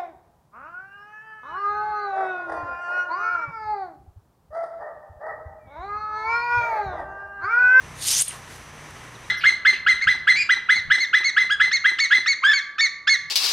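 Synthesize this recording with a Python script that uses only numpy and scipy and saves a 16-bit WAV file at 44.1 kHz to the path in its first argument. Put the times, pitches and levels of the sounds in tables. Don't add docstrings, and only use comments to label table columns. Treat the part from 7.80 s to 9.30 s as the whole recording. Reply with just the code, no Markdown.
import sys
import numpy as np
from scipy import signal
from scipy.fft import rfft, irfft
from scipy.io import wavfile
from scipy.ndimage import uniform_filter1d

SR = 44100
rng = np.random.default_rng(int(sys.argv[2]) if len(sys.argv) > 2 else 0)


def store_pcm(level_fs):
    pcm = np.round(np.clip(level_fs, -1, 1) * 32767).astype(np.int16)
    wavfile.write(sys.argv[1], SR, np.atleast_2d(pcm).T)


N = 66150
T = np.arange(N) / SR


def scrape():
    # start in seconds, level in dB, brightness in dB, throat pitch in Hz,
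    # throat level in dB.
    stroke = [(.14, -62, -4, 4000, -10), (.19, -46, -1, 4000, -8), (.205, -44, -3, 4000, -8),
              (.216, -35.5, 0, 4100, -6), (.235, -32.5, -1, 4300, -5), (.258, -31, -3, 4400, -7),
              (.272, -24, 3, 4500, -9), (.284, -22, 1, 4500, -7), (.296, -26, -1, 4600, -11),
              (.32, -21.5, -2, 6000, -6), (.336, -24.5, -3, 5900, -8), (.364, -24, -6, 6100, -3),
              (.38, -22.5, -2, 6500, -4), (.398, -22, -4, 6900, 0), (.408, -24, -1, 8000, 2),
              (.418, -25, 2, 9300, 3), (.427, -17, 1, 9500, -1), (.436, -28, 2, 9000, -2),
              (.48, -39, 4, 9000, 0)]
    # frequency in Hz, level in dB.
    body_colour = [(410, -35), (700, -25.5), (1740, -11.5), (1870, -12.5), (2040, -9.5), (3370, -2.5),
                   (4540, -3), (6000, -4), (9000, -10.5), (11700, -33), (19800, -120)]
    edge_colour = [(3820, -35), (6500, -2.5), (7860, -8.5), (8990, -3), (11500, -4), (13200, -17.5),
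                   (14400, -21), (15500, -28)]
    rub = shimmer(grit(), depth_db=1.8) * amp(.8 * wander(250))
    body = coloured(rub, [(300, -58)] + list(body_colour) + [(11000, -29)])
    edge = coloured(rub, [(5000, -32.5)] + list(edge_colour))
    throat = evened(resonate(rub, curve(stroke, column=3), width_hz=1900))
    ring = evened(signal.oaconvolve(rub, steel(T[:6000]))[:N])
    brightness, throat_gain = amp(curve(stroke, column=2)), amp(curve(stroke, column=4))
    blend = body + brightness * (edge + amp(-3.5) * ring) + throat_gain * throat
    power = 1 + brightness ** 2 + throat_gain ** 2
    return blend / np.sqrt(power) * amp(curve(stroke)) * inside(stroke)


def shimmer(x, depth_db):
    spectra = signal.stft(x, nperseg=256, noverlap=192)[2]
    patches = uniform_filter1d(rng.standard_normal(spectra.shape), size=3, axis=0)
    patches = evened(uniform_filter1d(patches, size=12, axis=1))
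    return evened(signal.istft(spectra * amp(depth_db * patches), nperseg=256, noverlap=192)[1][:N])


def steel(t, beat_hz=69.3):
    # frequency in Hz, level in dB, seconds to fall 60 dB.
    modes = [(5900, -12, .04), (6640, -11, .1), (8190, -8, .1), (8430, -7, .18), (8640, -4, .06),
             (8870, -2, .11), (9100, -3, .05), (9360, -4, .13), (9600, -3, .04), (9850, -4, .035),
             (10780, -8, .025), (11700, -8, .02)]
    ring = np.zeros(len(t))
    for hz, db, t60 in modes:
        phase, spread, beat_phase = rng.random(3)
        beating = .5 + np.cos(2 * np.pi * (beat_hz * (.5 + spread) * t + beat_phase))
        ring += amp(db - 60 * t / t60) * np.sin(2 * np.pi * (hz * t + phase)) * beating
    return ring


def clinks():
    # start in seconds, crack level in dB, ring against crack in dB, crack in Hz.
    hits = [(.4024, -11, -22, 7300), (.4097, -12, -22, 9000), (.4113, -6, -24, 9300),
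            (.4124, -5, -24, 8800), (.4199, -9, -20, 9500), (.4210, -4, -20, 10000), (.4220, 5, -26, 10000),
            (.4239, -2, -21, 9500), (.4714, -22, -16, 9300), (.4785, -26, -12, 9300),
            (.4802, -18, -14, 10000), (.4812, -12, -13, 10000), (.4832, -16, -16, 9300),
            (.4856, -18, -18, 9000)]
    out, t = np.zeros(N), T[:12000]
    attack = np.minimum(t / .0007, 1)
    for start, db, ring_db, hz in hits:
        ring = amp(ring_db) * attack * steel(t)
        out = place(out, start, amp(db) * (crack(t, hz, half_s=.00018) + ring))
    return out


def swish():
    # time in seconds, level in dB, pitch in Hz, bandwidth in Hz.
    swing = [(.455, -52, 3960, 1950), (.478, -36, 3430, 2000), (.498, -49, 3160, 2000),
             (.509, -39.5, 2830, 1000), (.518, -44.5, 1700, 1970), (.532, -40.5, 1260, 1790),
             (.56, -46, 1050, 1190), (.62, -60, 940, 1180)]
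    hz, width = curve(swing, column=2), curve(swing, column=3)
    narrow, wide = (evened(resonate(rng.standard_normal(N), hz, w)) for w in (width.min(), width.max()))
    share = (width - width.min()) / np.ptp(width)
    return (np.sqrt(1 - share) * narrow + np.sqrt(share) * wide) * amp(curve(swing)) * inside(swing)


def tail_and_rustle():
    # time in seconds, level in dB.
    swells = [(.42, -43), (.46, -52), (.5, -45), (.56, -47.5), (.62, -57), (.66, -61), (.70, -50.5),
              (.73, -48.5), (.77, -50.5), (.79, -54.5), (.9, -60)]
    # frequency in Hz, level in dB.
    colour = [(2000, -10), (4000, -4), (7000, -6.5), (10000, -7.5), (13000, -15), (15600, -24)]
    return coloured(grit(), colour) * amp(curve(swells)) * inside(swells)


def ticks():
    # start in seconds, peak in dB, pitch in Hz, half length in seconds.
    clicks = [(.7612, -30, 10500, .00005), (1.1082, -33.5, 9200, .0001)]
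    return sum(place(np.zeros(N), start, amp(db) * crack(T[:200], hz, half_s))
               for start, db, hz, half_s in clicks)


def birds():
    # start in seconds, length in seconds, peak in dB, first and last pitch in Hz.
    chirps = [(1.275, .014, -51, 3900, 3500), (1.345, .025, -47, 4400, 3200),
              (1.438, .015, -47, 3550, 4050)]
    out = np.zeros(N)
    for start, length, db, from_hz, to_hz in chirps:
        progress = np.arange(0, length, 1 / SR) / length
        turns = np.cumsum(from_hz + (to_hz - from_hz) * progress) / SR
        out = place(out, start, amp(db) * np.sin(np.pi * progress) * np.sin(2 * np.pi * turns))
    return out


def traffic():
    # frequency in Hz, level in dB.
    colour = [(15, -49), (25, -8), (82, -8.5), (156, -5), (178, -9.5), (227, -8.5), (282, -11),
              (567, -10.5), (685, -11.5), (1030, -7.5), (1490, -11), (1850, -8.5), (4500, -23.5),
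              (6060, -21.5), (6930, -25), (9830, -26), (15500, -44)]
    level_db = -43.5 + .74 * wander(5.83) + .5 * wander(80)
    return amp(level_db) * coloured(rng.standard_normal(N), colour)


def engine(base_hz=30.92, sag_hz_per_s=.98, waver_db=1):
    # time in seconds, then the levels of harmonics 2, 3, 4 and 5 in dB.
    levels = [(0.0, -63, -52, -64, -60), (0.036, -51, -49, -54.5, -52), (0.396, -69, -55, -54, -55.5),
              (0.822, -54.5, -54.5, -55.5, -58), (0.972, -61, -62, -61, -52), (1.136, -62, -49, -57, -56),
              (1.366, -56, -76, -51.5, -56.5), (1.448, -59, -53, -56, -62), (1.5, -63, -63, -56, -53)]
    turns = np.cumsum(base_hz - sag_hz_per_s * T) / SR
    out = np.zeros(N)
    for k in range(2, 6):
        rms = amp(curve(levels, column=k - 1) + waver_db * wander(6.3))
        out += np.sqrt(2) * rms * np.sin(2 * np.pi * (k * turns + rng.random()))
    return out


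def camera_whine(flips_per_s=29.33, snap=9):
    # frequency in Hz, level in dB.
    tones = [(5558, -89), (5845, -61.5), (6132, -60.5)]
    polarity = np.tanh(snap * np.sin(np.pi * flips_per_s * T))
    return polarity * sum(np.sqrt(2) * amp(db) * np.sin(2 * np.pi * hz * T) for hz, db in tones)


def garden_echo(x, t60_s=.3, dull_hz=6500):
    t = T[:SR // 3]
    taps = rng.choice([-1., 1.], len(t)) * (rng.random(len(t)) < .05)
    taps *= amp(-60 * t / t60_s) * (t > .004)
    dull = signal.sosfilt(signal.butter(2, dull_hz, fs=SR, output="sos"), x)
    return signal.fftconvolve(dull, taps / np.linalg.norm(taps))[:N]


def grit(per_s=26000, spread_db=.6):
    clicks = rng.standard_normal(N) * (rng.random(N) < per_s / SR)
    return evened(clicks * amp(spread_db * np.minimum(rng.exponential(1, N), 5)))


def crack(t, hz, half_s):
    return np.exp(-(t / half_s - 3) ** 2) * np.cos(2 * np.pi * hz * (t - 3 * half_s))


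def resonate(x, hz, width_hz):
    turn = np.exp(2j * np.pi * np.cumsum(hz) / SR)
    r = np.exp(-np.pi * width_hz / SR)
    return 2 * (turn * signal.lfilter([(1 - r) ** 2], [1, -2 * r, r * r], x / turn)).real


def coloured(x, points):
    point_hz, db = np.transpose(points)
    hz = np.fft.rfftfreq(len(x), 1 / SR)
    gain = amp(np.interp(np.log(hz + 1), np.log(point_hz + 1), db))
    return evened(irfft(rfft(x) * gain, len(x)))


def wander(rate_hz):
    rates = np.geomspace(rate_hz / 8, rate_hz, 16)
    return evened(sum(np.sin(2 * np.pi * (hz * T + rng.random())) for hz in rates))


def curve(table, column=1):
    table = np.array(table, float)
    return np.interp(T, table[:, 0], table[:, column])


def inside(table):
    return np.clip(np.minimum(T - table[0][0], table[-1][0] - T) * 100, 0, 1)


def place(mix, start_s, sound):
    return mix + np.pad(sound, (round(start_s * SR), N))[:N]


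def amp(db):
    return 10 ** (np.asarray(db) / 20)


def evened(x):
    return x / np.sqrt(np.mean(x ** 2) + 1e-20)


def scene():
    blade = scrape() + clinks() + swish()
    mono = blade + amp(-12) * garden_echo(blade) + tail_and_rustle() + ticks()
    mono += birds() + traffic() + engine() + camera_whine()
    return np.array([mono, mono])


def record(dry, limit_db=-5.5, recover_db_per_s=120, cutoff_hz=15640):
    peak_db = 20 * np.log10(abs(dry).max(0) + 1e-9)
    fall_db = T * recover_db_per_s
    held_db = np.maximum.accumulate(peak_db + fall_db) - fall_db
    over_db = np.maximum(held_db - limit_db, 0)
    ducked = dry / amp(uniform_filter1d(np.roll(over_db, shift=-15), size=30))
    low_pass = signal.firwin(511, cutoff_hz, window=("kaiser", 9), fs=SR)
    return signal.oaconvolve(ducked, low_pass[None], "same")


dry = scene()
out = record(dry)
store_pcm(out)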